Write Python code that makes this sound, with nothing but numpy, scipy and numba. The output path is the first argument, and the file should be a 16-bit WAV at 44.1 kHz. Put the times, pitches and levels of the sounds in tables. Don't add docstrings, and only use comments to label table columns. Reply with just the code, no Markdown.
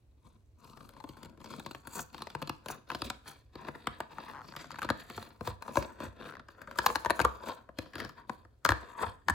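import sys
import numpy as np
from scipy import signal
from scipy.fft import rfft, irfft, next_fast_len
from scipy.io import wavfile
from scipy.ndimage import uniform_filter1d
from numba import njit

SR = 44100
rng = np.random.default_rng(int(sys.argv[2]) if len(sys.argv) > 2 else 0)


def persist_wave(psi):
    counts = np.round(np.clip(psi, -1, 1) * 32767).astype(np.int16)
    wavfile.write(sys.argv[1], SR, np.atleast_2d(counts).T)


N = 411878
TEAR = np.arange(-256, 512)

# start_s, end_s, first_rate_hz, last_rate_hz, ring_db, crack_db, looseness
CREAKS = [(4.337, 4.425, 165, 110, -44, -15, .06), (4.525, 4.56, 70, 66, -44, -15, .01),
          (6.214, 6.295, 104, 104, -45, -5, .02), (6.298, 6.376, 74, 62, -44, -12, .01)]


def undb(db):
    return 10 ** (np.asarray(db) / 20)


def unit(x):
    return x / np.sqrt(np.mean(x ** 2))


def walk(rate_hz):
    hold = int(SR / rate_hz)
    return 1.137 * uniform_filter1d(np.repeat(rng.standard_normal(N // hold + 1), hold), hold)[:N]


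def curves(rows):
    times, *columns = np.transpose(rows)
    return [np.interp(np.arange(N) / SR, times, column) for column in columns]


def swells(rows, steep, rest_db):
    power = np.full(N, undb(2. * rest_db))
    for start, end, first_db, last_db, rise, fall in rows:
        span = np.arange(max(int((start - 3 * rise) * SR), 0), min(int((end + 3 * fall) * SR), N))
        t = span / SR
        edge = np.maximum(start - t, 0) / rise + np.maximum(t - end, 0) / fall
        power[span] += undb(2 * (np.interp(t, (start, end), (first_db, last_db)) - 20 * steep * edge))
    return 10 * np.log10(power)


def room_tone(level_db=-66):
    # frequency_hz, density_db
    spectrum = [(18, -42.5), (30, -2), (42, 6), (65, -13), (167, -24.5), (276, -17), (1450, -39.5),
                (16500, -53.5)]
    hz, db = np.transpose(spectrum)
    n = next_fast_len(N)
    f = np.maximum(np.arange(n // 2 + 1) * SR / n, 1)
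    colour = undb(np.interp(np.log(f), np.log(hz), db))
    mid, side = rfft(rng.standard_normal((2, n))) * colour
    side *= np.clip(.25 + f / 2000, 0, 1)
    return undb(level_db) * unit(irfft(np.array([mid + side, mid - side]), n))[:, :N]


def walls(x, wet_db=-16, t60_s=0.38, damp_hz=5000):
    t = np.arange(int(.4 * SR)) / SR
    tail = rng.standard_normal((2, len(t))) * 1000. ** (-t / t60_s) * (1 - np.exp(-t / .004))
    tail = signal.lfilter(*signal.butter(1, damp_hz, fs=SR), tail)
    tail = undb(wet_db) * tail / np.linalg.norm(tail, axis=1, keepdims=True)
    return signal.fftconvolve(x.mean(axis=0, keepdims=True), tail, axes=1)[:, :N]


def flapping():
    # peak_s, level_db
    flaps = [(3.04, -57), (3.9, -62.5), (4.92, -65), (5.17, -54), (5.499, -51), (6.07, -56.5),
             (7.25, -51.5), (8.06, -51.5), (8.7, -46.5), (9.069, -51), (9.315, -48)]
    rows = [(s, s, db, db, 0.045, 0.023) for s, db in flaps]
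    return undb(swells(rows, steep=0.79, rest_db=-75.5)) * unit(rng.standard_normal(N))


def rubbing_db():
    # start_s, end_s, first_ring_db, last_ring_db, hiss_db, rumble_db
    cuts = [(0.602, 1.246, -58, -62.5, -7.5, 4), (1.4, 1.743, -68, -60.5, -0.5, 6),
            (1.929, 1.958, -53, -49.5, 2, -6), (2.14, 2.557, -57.5, -69, -0.5, 6.5),
            (2.894, 3.165, -55, -71.5, 3, 8), (3.282, 3.297, -44.5, -56.5, 3.5, 1.5),
            (3.533, 4.016, -64.5, -57, -2.5, 2.5), (4.11, 4.303, -57.5, -51.5, -5, 1.5),
            (4.42, 4.84, -63.5, -59, 1, 7), (4.9, 5.306, -60, -84, -11, 1),
            (5.612, 5.935, -59.5, -55.5, -13, 2), (6.778, 7.348, -49.5, -63.5, -1, 4),
            (7.78, 7.924, -56, -73.5, 2.5, 6.5), (8.289, 8.425, -59, -70, -4, 6.5),
            (8.657, 8.936, -48, -57.5, -10.5, -1), (9.305, 9.313, -42.5, -70, -3, 12)]
    # peak_s, ring_db, rise_s, fall_s, hiss_db, rumble_db
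    scrapes = [(0.259, -63.5, 0.071, 0.13, -6, 5), (1.25, -63, 0.035, 0.29, -17, 12.5),
               (1.52, -50, 0.083, 0.12, 0.5, 10), (2.009, -43, 0.16, 0.024, -3.5, -1.5),
               (2.707, -40.5, 0.054, 0.077, -5.5, 0.5), (3.046, -49, 0.011, 0.056, 6.5, 12.5),
               (3.619, -44, 0.065, 0.03, -14, 0), (3.686, -39.5, 0.031, 0.014, -6.5, 6),
               (3.757, -47.5, 0.021, 0.02, -6, 9.5), (4.485, -56, 0.023, 0.048, 0, 5),
               (4.614, -45.5, 0.057, 0.044, 0.5, -2), (5.004, -56, 0.1, 0.038, 2.5, -6),
               (5.189, -49, 0.29, 0.19, -1, 2.5), (5.468, -39, 0.041, 0.068, -4, -4),
               (5.68, -45, 0.048, 0.029, -7.5, -2), (5.778, -41.5, 0.085, 0.089, -1, 7),
               (6.038, -45, 0.054, 0.077, -1, 4.5), (6.281, -45.5, 0.13, 0.11, 1.5, 10.5),
               (6.51, -56.5, 0.038, 0.058, -3, 1), (6.61, -54.5, 0.11, 0.083, -14, 2),
               (6.72, -53, 0.081, 0.13, -10, 6), (7.16, -47, 0.029, 0.32, -7, 0),
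               (7.474, -39, 0.093, 0.12, -8, -1.5), (7.998, -45, 0.083, 0.16, -5.5, 3),
               (8.18, -52, 0.038, 0.097, -16, -4), (9.021, -28, 0.058, 0.045, -17, -8),
               (9.079, -47.5, 0.15, 0.094, -7.5, 1)]
    # ring_db, hiss_db, rumble_db
    rest_db = (-108.5, -88, -77.5)
    rows = [(start, end, first, last, 0.025, 0.14, 0, *rel) for start, end, first, last, *rel in cuts]
    rows += [(s, s, db, db, rise, fall, 0, *rel) for s, db, rise, fall, *rel in scrapes]
    levels = []
    for band, steep in enumerate((1, 1.19, 0.89)):
        strokes = [(start, end, first + rel[band], last + rel[band], rise, fall)
                   for start, end, first, last, rise, fall, *rel in rows]
        levels.append(swells(strokes, steep, rest_db[band]))
    return levels


def grains(scatter_db, patchy_db, width):
    size_db = scatter_db * np.minimum(rng.exponential(size=N), 5)
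    size_db += patchy_db * (walk(200) + walk(70) / 2)
    noise = rng.standard_normal((3, N))
    return unit(undb(size_db) * (np.sqrt(1 - width) * noise[0] + np.sqrt(width) * noise[1:]))


def creaks(thud_db=-16, uneven_db=3):
    ticks = []
    for start, end, first_hz, last_hz, ring_db, crack_db, looseness in CREAKS:
        s, chance = start, iter(rng.uniform(0.35, 1, size=(64, 2)))
        while s < end:
            late, strong = next(chance)
            ticks.append((s, ring_db + uneven_db * strong, crack_db, thud_db))
            s += (1 + looseness * late) / np.interp(s, (start, end), (first_hz, last_hz))
    return ticks


def tears(fuzz, rise_s=.001, fall_s=.0041):
    t = TEAR / SR
    length, ragged = undb(rng.uniform(-6, 3, (len(fuzz), 2))).T[:, :, None]
    force = rng.standard_normal((len(fuzz), len(t))) * np.exp(np.minimum(t / rise_s, -t / (fall_s * length)))
    force *= fuzz[:, None] * ragged / np.linalg.norm(force, axis=1, keepdims=True)
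    force[:, TEAR == 0] += 1
    return force / np.linalg.norm(force, axis=1, keepdims=True)


@njit
def resonate(push, pole, gain):
    out = np.empty(push.shape)
    for c in range(2):
        z = 0j
        for i in range(push.shape[1]):
            z = z * pole[i >> 6] + push[c, i] + 1e-18
            out[c, i] = (gain[c] * z).imag
    return out


def sheet_mode(push, hz, t60_s, wander=.035):
    # frequency_hz, left_lead_rad, left_minus_right_db
    ports = [(60, -0.2, 2), (167, -0.11, -5), (510, -0.35, -3.5), (970, 0.83, -2.5), (1380, 0.091, -2.5),
             (2530, 0.73, -6.5), (4440, -1.1, -5), (16000, 0.02, -10)]
    port_hz, lead, lean_db = np.transpose(ports)
    half, lookup = np.array([.5, -.5]), (np.log(hz), np.log(port_hz))
    stereo = undb(half * np.interp(*lookup, lean_db)) * np.exp(1j * half * np.interp(*lookup, lead))
    radius = np.exp(-np.log(1000) / (t60_s * SR))
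    bent_hz = np.minimum(hz * (1 + wander * walk(6)[::64]), SR / 2.2)
    pole = radius * np.exp(2j * np.pi * bent_hz / SR)
    return resonate(push, pole, np.sqrt(2 * (1 - radius ** 2)) * stereo)


def mode_focus(modes, grip=None, drift_db=0):
    slack = undb(curves([(3.2, 0), (5.2, -9)])[0])
    focus = []
    for hz, _, t60_s in modes:
        if grip:
            centre_hz, narrowness = grip
            gain = undb(-narrowness * np.log2(hz / centre_hz) ** 2)
        else:
            gain = undb(drift_db * walk(5))
        focus.append(gain * slack if hz > 700 and t60_s > .035 else gain)
    return np.array(focus)


def mode_family(modes, force, slip_db, friction, hits, **focusing):
    at, sides, reach = hits
    hz, db, t60_s = np.transpose(modes)
    friction = friction * undb(1.7 * walk(30))
    share = undb(db) / np.linalg.norm(undb(db))
    strike = share * undb(3.5 * rng.standard_normal((len(at), len(hz))))
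    focus = mode_focus(modes, **focusing)
    strike *= focus[:, at].T
    strike *= undb(slip_db)[:, None] / np.linalg.norm(strike, axis=1, keepdims=True)
    strike /= np.maximum(abs(force @ np.exp(2j * np.pi * TEAR[:, None] * hz / SR)), .6)
    beam_db = min(hz[0] / 900, 7000 / hz[0])
    aim = undb(beam_db * rng.standard_normal(strike.shape))
    sound = 0
    for k in range(len(hz)):
        lag_s = reach * .05 / np.sqrt(hz[k]) - .0022
        span = (at + (lag_s * SR).astype(int))[:, None] + TEAR
        gains = strike[:, k] * sides * [aim[:, k], 1 / aim[:, k]]
        blows = [np.bincount(span.ravel(), (force * gain[:, None]).ravel(), N)[:N] for gain in gains]
        push = np.array(blows) + share[k] * focus[k] * friction
        sound += (-1) ** k * sheet_mode(push, hz[k], t60_s[k])
    return signal.sosfilt(signal.butter(2, .6 * hz[0], "high", fs=SR, output="sos"), sound)


def card():
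    # time_s, ring_db, crack_db, thud_db (the last two relative to the ring; all before trims)
    slips = [(0.647, -58, 9, -10), (0.677, -57, 0, -8), (0.699, -54.5, 5, 3), (0.736, -64, 1, -10),
             (0.775, -45, -11, -14), (0.808, -48.5, -5, -10), (0.893, -54, 7.5, -14),
             (0.938, -51.5, -3, -9), (0.967, -49.5, -8, -7), (1.003, -45, -6, -12), (1.042, -40, -6, -0.5),
             (1.092, -52.5, 12.5, 10.5), (1.172, -51, 1, -1), (1.233, -44.5, 5, 1), (1.25, -47.5, 2, -2),
             (1.259, -53, 8, 7), (1.298, -59, 4, -16), (1.377, -51, -6, 0), (1.405, -50, -7, -6),
             (1.416, -45, -6, 0), (1.445, -43.5, 3, -4), (1.461, -44, 1, -1), (1.506, -38, -9, -9),
             (1.539, -40, -8, -13), (1.599, -36, 1, -9), (1.664, -30.5, -4, -12), (1.713, -41, 7, -1),
             (1.75, -34.5, -4.5, -10), (1.874, -38, -0.5, -5), (1.994, -26.5, -3.5, -15),
             (2.131, -50, 0, -22), (2.147, -37.5, -1, -9), (2.182, -40.5, 0, -24), (2.207, -37, -10, -8),
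             (2.222, -35, 5, -7), (2.273, -32.5, -8, -14), (2.304, -43.5, 4.5, -14), (2.352, -28, -6, -6.5),
             (2.42, -33.5, -3, -4.5), (2.426, -36.5, 5.5, 1), (2.476, -39.5, 5, -4),
             (2.497, -26.5, 0.5, -7), (2.662, -38, 1.5, -3), (2.687, -37, 5, -4), (2.704, -31.5, -21, -8),
             (2.904, -30.5, -0.5, -13), (2.919, -34, -0.5, -7.5), (2.951, -29.5, 4, -6),
             (3.021, -27, 3, -8.5), (3.103, -24.5, 2.5, -15), (3.259, -48, -25, -7), (3.557, -39.5, 0.5, 1),
             (3.687, -34.5, -10, -6), (3.873, -24, -0.5, -9.5), (4.006, -27.5, -3, -11),
             (4.185, -34, -17, -12), (4.566, -31.5, -1, -12), (4.605, -38.5, -8, -9), (4.645, -40, -9, -25),
             (4.708, -37.5, -2, -31), (4.718, -42.5, 8.5, -29), (4.745, -42, -10, -16), (4.76, -44, 2, -18),
             (4.788, -33.5, -6, -12), (4.793, -37.5, -0.5, -24), (4.82, -31, -5, -12),
             (4.83, -32.5, 0, -11.5), (4.849, -30.5, -7, -4.5), (4.892, -23, -14, -15),
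             (4.904, -18, -1.5, -6), (5.102, -37.5, 0.5, -6.5), (5.179, -31, -11, -7),
             (5.228, -43.5, 4.5, -12), (5.411, -36.5, -8.5, 6), (5.476, -28.5, -0.5, -2.5),
             (5.625, -34.5, -3.5, -31), (5.681, -34, -14, -9), (5.758, -25.5, -4, -12),
             (5.772, -18, -9.5, -3), (5.827, -45, 11, -8), (6.005, -35.5, -7, -1.5), (6.034, -41.5, -8, 7),
             (6.397, -41, -8.5, -13), (6.487, -41.5, -3.5, -11), (6.619, -38.5, -5.5, -11),
             (6.676, -36, -16, -10), (6.714, -39, -8.5, -20), (6.759, -37, -16, -14),
             (6.789, -15, -5.5, -16), (6.844, -31, -23, -15), (6.864, -14, -2.5, -21.5),
             (6.903, -27.5, -14, -7.5), (6.953, -30, -7, -25), (6.958, -20, -2.5, -15),
             (7.05, -23.5, -14, -19), (7.062, -19.5, -11.5, -11), (7.101, -19, -16, -26),
             (7.107, -16.5, -3.5, -8.5), (7.195, -20, -12, -12), (7.202, -18.5, -6.5, -7.5),
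             (7.216, -29.5, 3, -2), (7.247, -22, -15, -20), (7.251, -12.5, -11, -12),
             (7.488, -34.5, -21, -5.5), (7.692, -45, -35, 0.5), (7.789, -31.5, 8, 2),
             (7.861, -48.5, -12, -4), (7.936, -43, -3, -15), (7.957, -35, 3, -2.5), (7.984, -40, 1.5, 0),
             (8.003, -29.5, -1.5, -18), (8.05, -35.5, -1, -5), (8.095, -38.5, -4, -13),
             (8.297, -27.5, -14.5, -6.5), (8.452, -46, -22.5, -7.5), (8.652, -12.5, -4.5, -17),
             (8.662, -17.5, -9.5, -24), (8.692, -13, -7.5, -16), (8.707, -20.5, -9, -17),
             (8.721, -19.5, -9, -13), (9.027, -25, -19, -8), (9.038, -23.5, -32.5, -18.5),
             (9.286, -16.5, -9.5, -17), (9.3, -19.5, -7.5, -22)]
    # pitch_hz, level_db, t60_s
    flap_modes = [(64, -3.5, 0.16), (105, -6, 0.086)]
    thud_modes = [(142.2, 2, 0.13), (235.7, 1.3, 0.041), (319.7, 2.4, 0.032), (389, 2.5, 0.015),
                  (525, 2.9, 0.053), (658, 1.3, 0.029)]
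    ring_modes = [(744, 3.5, 0.07), (926.3, 7, 0.015), (1004, 0.5, 0.023), (1080, -7.5, 0.068),
                  (1161, 6.5, 0.0058), (1290.7, 7, 0.011), (1446, 4.5, 0.0075), (1657, 5.5, 0.018),
                  (1809, 4, 0.0086)]
    crack_modes = [(2343, 2.5, 0.0052), (2848, 2, 0.0049), (3253, 2.2, 0.0055), (3845, 3, 0.0059),
                   (4278, 3.9, 0.0076), (4840, 0.67, 0.0032)]
    sheen_modes = [(6240, -1, 0.0026), (7700, 0.5, 0.0031), (10420, -1, 0.0012), (12210, -2.5, 0.0012),
                   (14400, -3, 0.0012)]
    # time_s, ring_centre_hz, narrowness_db_per_octave_squared, thud_centre_hz
    grip = [(0.74, 1093, 60, 202), (3.4, 1160, 15, 288), (4.77, 1160, 17, 228), (5.03, 1630, 35, 212),
            (5.1, 1000, 11, 267), (5.8, 955, 17.5, 354), (6.33, 1390, 24, 330), (6.75, 1220, 37, 435),
            (7.67, 923, 13, 402), (7.99, 1470, 26.5, 268), (8.3, 927, 22.5, 250), (8.69, 1377, 32.5, 477),
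            (9.05, 947, 12.5, 424), (9.3, 1430, 12, 204)]
    # time_s, sheen_over_crack_db
    blades = [(0.0, -7), (1.69, -10.5), (1.99, 1), (2.2, -17.5), (2.69, -6.5), (2.89, -18), (3.34, -7),
              (3.51, -17), (4.24, -15), (5.97, -8.5), (6.39, -30), (6.64, -4.5), (7.94, -15.5), (9.33, -4)]
    # time_s, left_minus_right_db
    pan = [(0, 10.5), (3, 7), (9.298, 8.5)]
    ring_hz, narrowness, thud_hz = curves(grip)
    bright_db, pan_db = curves(blades) + curves(pan)
    lean = undb(np.array([pan_db, -pan_db]) / 2)
    low_db = -10 * np.log10(1 + undb(2 * bright_db))
    top_db = low_db + bright_db

    time_s, ring_db, crack_db, thud_db = np.transpose(list(slips) + creaks())
    at = (time_s * SR).astype(int)
    is_slip = np.arange(len(at)) < len(slips)
    bass_db, treble_db = ring_db + thud_db, ring_db + crack_db
    sheen_db = treble_db + top_db[at] + np.where(is_slip, 0, -15)
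    fuzz = np.where(is_slip, np.interp(ring_db, (-50, -25), (2, 1)), .3)
    jolt, rip = tears(.9 * fuzz), tears(2.6 * fuzz)
    hits = at, lean[:, at], rng.uniform(.2, 1.1, len(at))

    mid_db, hiss_db, rumble_db = rubbing_db()
    rub = grains(scatter_db=2.8, patchy_db=4, width=.25) * lean
    grit = grains(scatter_db=2.5, patchy_db=3.6, width=.06) * lean
    for start, end, *_ in CREAKS:
        rub[:, int(start * SR):int(end * SR)] *= undb(-8)

    flap = mode_family(flap_modes, jolt, bass_db + 14, undb(12) * flapping(), hits)
    thud = mode_family(thud_modes, jolt, bass_db + 24, undb(rumble_db + 1) * rub, hits,
                       grip=(thud_hz, 5))
    ring = mode_family(ring_modes, jolt, ring_db + 22, undb(mid_db + 9) * rub, hits,
                       grip=(ring_hz, narrowness))
    crack = mode_family(crack_modes, rip, treble_db + low_db[at] + 12,
                        undb(hiss_db + low_db + .5) * rub, hits, drift_db=1.8)
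    sheen = mode_family(sheen_modes, rip, sheen_db + 13.5,
                        undb(hiss_db + top_db + 4.5) * grit, hits, drift_db=1.8)
    return flap + thud + ring + crack + sheen


def scene():
    near = card()
    return near + walls(near) + room_tone()


def record(dry):
    x = signal.sosfilt(signal.butter(3, 48, "high", fs=SR, output="sos"), dry)
    return signal.sosfilt(signal.ellip(8, .2, 70, 16000, fs=SR, output="sos"), x)


dry = scene()
out = record(dry)
persist_wave(out)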